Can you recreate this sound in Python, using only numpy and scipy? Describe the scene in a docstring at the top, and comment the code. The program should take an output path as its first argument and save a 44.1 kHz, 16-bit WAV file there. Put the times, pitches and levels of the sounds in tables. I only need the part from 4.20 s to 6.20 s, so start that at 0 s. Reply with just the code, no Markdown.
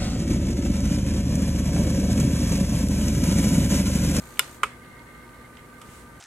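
"""A wooden workbench in a small room: an open disc player runs, held in two hands.
A small gear rasps, one scrape per turn. The mechanism snaps, then clacks, duller; each click is a
plastic crack plus ringing case modes, and the room answers. The disc whirs and rattles throughout;
after the clack the drive buzzes in spells. A hand ticks on the case, brushes off it and bumps it."""
import sys
import numpy as np
from scipy import signal
from scipy.fft import rfft, irfft
from scipy.io import wavfile
from scipy.ndimage import uniform_filter1d

SR = 44100
rng = np.random.default_rng(int(sys.argv[2]) if len(sys.argv) > 2 else 0)


def materialize(psi):
    """Save the field psi as 16-bit PCM at rate SR to the path in sys.argv[1].

    A 1-D psi becomes a single channel; in a 2-D psi each row is a channel.
    """
    bounded = np.clip(np.atleast_2d(psi).T, -1, 1)
    quanta = np.round(bounded * 32767).astype(np.int16)
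    wavfile.write(sys.argv[1], SR, quanta)


N = 88200
T = np.arange(N) / SR
HZ = np.fft.rfftfreq(N, 1 / SR)

# Room decay. Each row: frequency in Hz, T60 in seconds.
ROOM_T60_S = [(200, 0.05), (1200, 0.4024), (3000, 0.3478), (8000, 0.32), (15000, 0.0068)]
# Spectra. Each row: frequency in Hz, relative density in dB.
ROOM_SPECTRUM_DB = [(200, -5.5), (1200, 8), (3000, 6), (6000, 1), (9000, 4), (15000, 2)]
AIR_SPECTRUM_DB = [(12, -53), (24, -10), (38, -11), (55, 6.5), (80, -0.5), (102, -4.5), (150, -1),
                   (200, -2.5), (250, -3), (410, -5.5), (500, -6.5), (780, -13.5), (930, -9), (1120, -14.5),
                   (1330, -10), (1530, -17), (1710, -12.5), (2100, -13), (2650, -25), (4200, -28),
                   (5100, -29), (7000, -26.5), (9300, -25.5), (12000, -29.5), (16000, -36)]
RATTLE_SPECTRUM_DB = [(1500, -12), (2800, 0), (3600, -8.5), (4300, -2), (5000, -17), (8000, -24),
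                      (16000, -55)]
BUZZ_SPECTRUM_DB = [(1000, -37.5), (1650, -39), (1900, 2.5), (2030, -12), (2100, 7), (2160, 7),
                    (2230, -50.5), (2700, -16), (4400, -20.5), (5200, -54), (9000, -53)]
GEAR_SPECTRUM_DB = [(1500, 0.5), (2900, -8), (4500, -6.5), (5200, -13.5), (6200, -4), (7200, -6),
                    (9500, -8), (11300, -17), (13000, -10), (15500, -21)]
BRUSH_SPECTRUM_DB = [(500, -3), (2500, 1.5), (3800, -0.5), (5200, -2.5), (7000, 1), (8600, 2),
                     (11000, -3.5), (13500, -10), (16000, -12.5)]
SNAP_SPECTRUM_DB = [(120, -47), (200, -21.5), (722, -25.5), (1350, -3.5), (1680, -10.5), (2210, -2.5),
                    (2610, -8.5), (2960, -2.5), (4120, -16.5), (5130, -15.5), (6520, -20), (7270, -12.5),
                    (10500, -14.5), (13800, -19.5), (16000, -33)]
CLACK_SPECTRUM_DB = [(120, -63.5), (200, -39), (410, -24), (800, -21), (1000, -7), (1370, -2), (1600, -9),
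                     (2000, -17), (2250, -7), (2750, -15), (3020, -10.5), (3500, -24), (5100, -30),
                     (8300, -25), (11000, -33.5), (16000, -45.5)]
# Stereo image. Each row: frequency in Hz, left-right correlation.
DIFFUSE_CORRELATION = [(30, 0.975), (125, 0.901), (250, 0.83), (400, 0.68), (1000, 0.521), (2400, 0.172),
                       (4400, 0.205), (7000, 0.335), (7900, 1), (11000, 0.9954)]
CRACK_CORRELATION = [(200, 1), (1000, 0.935), (3300, 0.778), (4500, -0.034), (8000, 0.65), (11500, 0.98),
                     (16000, .99)]
# Crack balance. Each row: frequency in Hz, left over right in dB.
CRACK_PAN_DB = [(200, -2), (900, 3.5), (2000, -2.5), (3000, -1.5), (5000, -2), (8500, -5.5), (11000, 1.14),
                (16000, -1.77)]
# Spindle tones and mains hum. Each row: frequency in Hz, level in dB, rms wander in Hz.
MOTOR_TONES = [(58.9, -69.5, 0.47), (118.43, -58, 1.983), (146.43, -65, 3.07), (243.2, -58, 1.807),
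               (285.2, -65.5, 2.2), (356.85, -65, 3.77), (497.14, -65, 1.714), (1203.8, -57.5, 1.293),
               (1172.2, -70, 2.66), (1509.3, -70.5, 4.01), (1514.5, -63, 3.27)]
# Resonances. Each row: centre in Hz, level in dB, width in Hz.
DRIVE_RESONANCES = [(939.5, -64.5, 24), (1178.9, -59.5, 61.4), (1559.2, -59.5, 30.8)]
GEAR_RESONANCES = [(7050, -62.5, 260), (8350, -66.5, 150), (9720, -70, 130), (11900, -72, 200),
                   (12450, -66.5, 170)]
# Drive buzz. Each row: start in seconds, end in seconds, level in dB.
BUZZ_SPELLS = [(0.481, 0.578, -55.5), (0.61, 0.831, -54), (0.859, 1.064, -54.5), (1.128, 1.272, -55.5),
               (1.326, 1.465, -58), (1.532, 1.595, -58.5), (1.71, 1.818, -60), (1.929, 1.972, -62.5)]
# Skin brushing the case. Each row: time in seconds, level in dB.
BRUSH_ENVELOPE_DB = [(1.58, -62.5), (1.63, -62.5), (1.68, -56.5), (1.745, -53), (1.81, -56), (1.86, -65.5),
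                     (1.95, -79.5)]
# Hand ticks. Each row: start in seconds, crack energy in dB, T60 in seconds, band centre in Hz,
# spread in octaves, ring gain in dB.
HAND_TICKS = [(0.1718, -22.5, 0.0127, 2540, 0.54, -64), (1.370, -23.5, 0.0236, 3530, 0.846, -52),
              (1.615, -21.5, 0.036, 5490, 0.91, -40), (1.688, -26, 0.038, 900, 1.18, -63),
              (1.95, -43, .04, 4000, 1.15, -60)]
# Modes of case and mechanism. Each row: frequency in Hz, T60 in seconds, relative snap level in dB,
# relative clack level in dB, left over right in dB.
CASE_MODES = [(422.5, 0.0866, -24.5, -18, 0), (542.2, 0.17, -34, -29.5, -0.5),
              (1037.4, 0.0357, -11, -33, -8), (1246.2, 0.0416, -22, 2, -4.5), (1316, 0.0897, -40, -9, -6),
              (1432.4, 0.0535, -7, -19.5, 6.5), (2117, 0.039, -16.5, -12.5, -16),
              (2550, 0.103, -25.5, -18.5, 2.5), (2920, 0.034, 0, -26, 6.5), (3016, 0.0077, -1.5, -20.5, 4),
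              (3543, 0.067, -21.5, -34, -31), (5170, 0.0323, -12.5, -34.5, -6),
              (7530, 0.043, -10.5, -42.5, -2), (10480, 0.0111, 1.5, -29.5, 4),
              (11500, 0.0108, 3, -30.5, -1.5), (13197, 0.015, -10.5, -32, 2.5)]
# Snap, then clack. Each row: start in seconds, crack energy in dB, T60 in seconds, ring gain in dB,
# ring rise in seconds, room send energy in dB, send evenness (0.5 is flat).
MECHANISM_CLICKS = [(0.1935, 11, 0.01165, -14, 0.0005047, -6, 0.47),
                    (0.4325, 8, 0.0367, -13, 0.002195, -12.5, 0.14)]


def amp(db):
    """Decibels to gain."""
    return 10 ** (np.asarray(db) / 20)


def unit(x):
    """Scale to unit rms."""
    return x / np.sqrt(np.mean(x ** 2) + 1e-20)


def curve(points, hz=HZ):
    """Interpolate a table over log frequency."""
    knots_hz, values = np.transpose(points)
    return np.interp(np.log(hz + 1), np.log(knots_hz + 1), values)


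def pan(db):
    """Stereo gains for a left-over-right level."""
    return amp(np.array([[.5], [-.5]]) * db)


def correlate(spectra, correlation):
    """Mix two independent spectra to a given left-right correlation."""
    c = np.clip(curve(correlation), -1, 1)
    mid, side = spectra[0] * np.sqrt((1 + c) / 2), spectra[1] * np.sqrt((1 - c) / 2)
    return np.array([mid + side, mid - side])


def noise(gain):
    """Shaped stereo noise, unit rms."""
    white = rfft(rng.standard_normal((2, N)))
    return unit(irfft(correlate(white, DIFFUSE_CORRELATION) * gain, N))


def resonances(rows):
    """Narrow noise bands, heard as wavering tones."""
    return sum(amp(db) * noise(1 / (1 + ((HZ - hz) / width_hz * 2) ** 2)) for hz, db, width_hz in rows)


def drift(rate_hz=6):
    """Slow random wander, unit rms."""
    return unit(irfft(rfft(rng.standard_normal(N)) / (1 + (HZ / rate_hz) ** 4), N))


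def tone(hz, wander_hz):
    """Sine of wandering pitch, unit rms."""
    cycles = np.cumsum(hz + wander_hz * drift()) / SR + rng.random()
    return np.sqrt(2) * np.sin(2 * np.pi * cycles)


def minimum_phase(gain):
    """Causal frequency response with this magnitude."""
    log_gain = np.log(np.r_[gain, gain[-2:0:-1]] + 1e-5)
    return np.exp(np.conj(signal.hilbert(log_gain)))[:len(HZ)]


def room(x, rise_s=0.0092):
    """Diffuse small-room tail; each band decays at its own rate."""
    hz, age_s, bands = signal.stft(rng.standard_normal((2, N)), SR, nperseg=256)
    bands *= amp(curve(ROOM_SPECTRUM_DB, hz)[:, None] - 60 * age_s / curve(ROOM_T60_S, hz)[:, None])
    tail = signal.istft(bands, SR, nperseg=256)[1][:, :N]
    tail = irfft(correlate(rfft(tail), DIFFUSE_CORRELATION), N) * np.minimum(T / rise_s, 1)
    return signal.fftconvolve(x, tail[:, :N // 2] / np.linalg.norm(tail[0]), axes=1)[:, :N]


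def spindle(air_db=-48.5, pan_db=-2):
    """Air noise of the disc, motor tones and hum, and drive resonances fed by the spin."""
    air = amp(air_db) * noise(amp(curve(AIR_SPECTRUM_DB)))
    tones = sum(amp(db) * tone(hz, wander_hz) * pan(pan_db * (hz > 1000))
                for hz, db, wander_hz in MOTOR_TONES)
    return air + tones + pan(pan_db) * resonances(DRIVE_RESONANCES)


def disc_rattle(level_db=-65.5, rate_hz=75.99, wander_hz=2, spread_db=2.5, t60_s=0.033, pan_db=-2):
    """The spinning disc makes tiny, near-regular ticks of uneven strength."""
    cycles = np.cumsum(rate_hz + wander_hz * drift()) / SR
    tick_index = cycles.astype(int)
    age_s = (cycles - tick_index) / rate_hz
    strength = amp(spread_db * rng.standard_normal(N))[tick_index]
    ticks = strength * amp(-60 * age_s / t60_s) * noise(amp(curve(RATTLE_SPECTRUM_DB)))
    return amp(level_db) * pan(pan_db) * unit(ticks)


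def drive_buzz(flutter_hz=16, depth=0.133, edge_s=0.009, pan_db=-2):
    """Short spells of buzz, fluttering as the disc turns."""
    spells = sum(amp(db) * np.clip(np.minimum(T - start_s, end_s - T) / edge_s, 0, 1)
                 for start_s, end_s, db in BUZZ_SPELLS)
    flutter = 1 + depth * np.sin(2 * np.pi * flutter_hz * T)
    return pan(pan_db) * spells * flutter * noise(amp(curve(BUZZ_SPECTRUM_DB)))


def gear_rasp(rub_db=-50.5, turn_hz=58.3, teeth=9, scrape_s=0.00275, end_s=0.4208, fade_s=0.074):
    """A small gear scrapes once per turn and its teeth flutter; it fades just before the clack."""
    rub = amp(rub_db) * noise(amp(curve(GEAR_SPECTRUM_DB))) + resonances(GEAR_RESONANCES)
    turn = (T - 0.0035) * turn_hz % 1
    scrape = 1 + 1.49 * np.exp(-turn / turn_hz / scrape_s)
    mesh = 1 + 0.17 * np.cos(2 * np.pi * teeth * turn)
    return rub * unit(scrape * mesh) * np.clip((end_s - T) / fade_s, 0, 1)


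def plastic_crack(start_s, t60_s, gain, rise_s=0.0000854, hold_s=0.00066):
    """Dense, fast-decaying plastic vibration, unit energy."""
    age_s = np.maximum(T - start_s, 0)
    attack = np.minimum(age_s / rise_s, 1)
    decay = amp(-60 * np.maximum(age_s - hold_s, 0) / t60_s)
    spectra = rfft(rng.standard_normal((2, N)) * attack * decay)
    spectra /= np.sqrt(uniform_filter1d(abs(spectra) ** 2, size=900, axis=1))  # whiten
    response = minimum_phase(gain) * pan(curve(CRACK_PAN_DB))
    burst = irfft(correlate(spectra, CRACK_CORRELATION) * response, N)
    return unit(burst * attack) / np.sqrt(N)


def case_ring(start_s, rise_s, strike):
    """Damped case modes; strike 0 takes the snap levels, 1 the clack levels."""
    age_s = np.maximum(T - start_s, 0)
    modes = np.zeros((2, N))
    for hz, t60_s, *strike_db, pan_db in CASE_MODES:
        decay = amp(strike_db[strike] - 60 * age_s / t60_s)
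        modes += pan(pan_db) * decay * np.sin(2 * np.pi * hz * (age_s - rise_s / 2))
    return modes * np.minimum(age_s / rise_s, 1)


def hand_brush():
    """Skin slides off the case: a swell of hiss."""
    level_db = np.interp(T, *np.transpose(BRUSH_ENVELOPE_DB), left=-120)
    return amp(level_db) * noise(amp(curve(BRUSH_SPECTRUM_DB)))


def hand_bump(start_s=1.689, hz=135.6, level_db=-33.5, t60_s=0.038):
    """A soft bump on the case: one low damped sine."""
    age_s = np.maximum(T - start_s, 0)
    return amp(level_db - 60 * age_s / t60_s) * np.sin(2 * np.pi * hz * age_s)


def hand_ticks(room_db=-10):
    """Light ticks on the case: band-limited cracks, faint ring, room tail."""
    ticks = np.zeros((2, N))
    for start_s, crack_db, t60_s, centre_hz, spread_oct, ring_db in HAND_TICKS:
        band = np.exp(-.5 * (np.log2((HZ + 1) / centre_hz) / spread_oct) ** 2)
        ticks += amp(crack_db) * plastic_crack(start_s, t60_s, amp(curve(SNAP_SPECTRUM_DB)) * band)
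        ticks += amp(ring_db) * case_ring(start_s, rise_s=0.002737, strike=1)
    return ticks + amp(room_db) * room(ticks)


def mechanism_clicks():
    """Snap and clack crack and ring the case; the room hears all sides, so its feed is flatter."""
    direct, send = np.zeros((2, 2, N))
    for strike, click in enumerate(MECHANISM_CLICKS):
        start_s, crack_db, t60_s, ring_db, rise_s, send_db, evenness = click
        spectrum_db = curve((SNAP_SPECTRUM_DB, CLACK_SPECTRUM_DB)[strike])
        direct += amp(ring_db) * case_ring(start_s, rise_s, strike)
        direct += amp(crack_db) * plastic_crack(start_s, t60_s, amp(spectrum_db))
        send += amp(send_db) * plastic_crack(start_s, t60_s, amp(spectrum_db * (0.5 - evenness)))
    return direct + room(send)


def scene():
    """Stereo sum of player and hands."""
    contacts = mechanism_clicks() + hand_ticks() + hand_brush() + hand_bump()
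    return contacts + spindle() + disc_rattle() + drive_buzz() + gear_rasp()


def record(dry):
    """Clip at full scale, then low-pass at 15.9 kHz."""
    lowpass = signal.firwin(511, 15900, window=("kaiser", 9), fs=SR)
    return signal.oaconvolve(np.clip(dry, -1, 1), lowpass[None], "same")


dry = scene()
out = record(dry)
materialize(out)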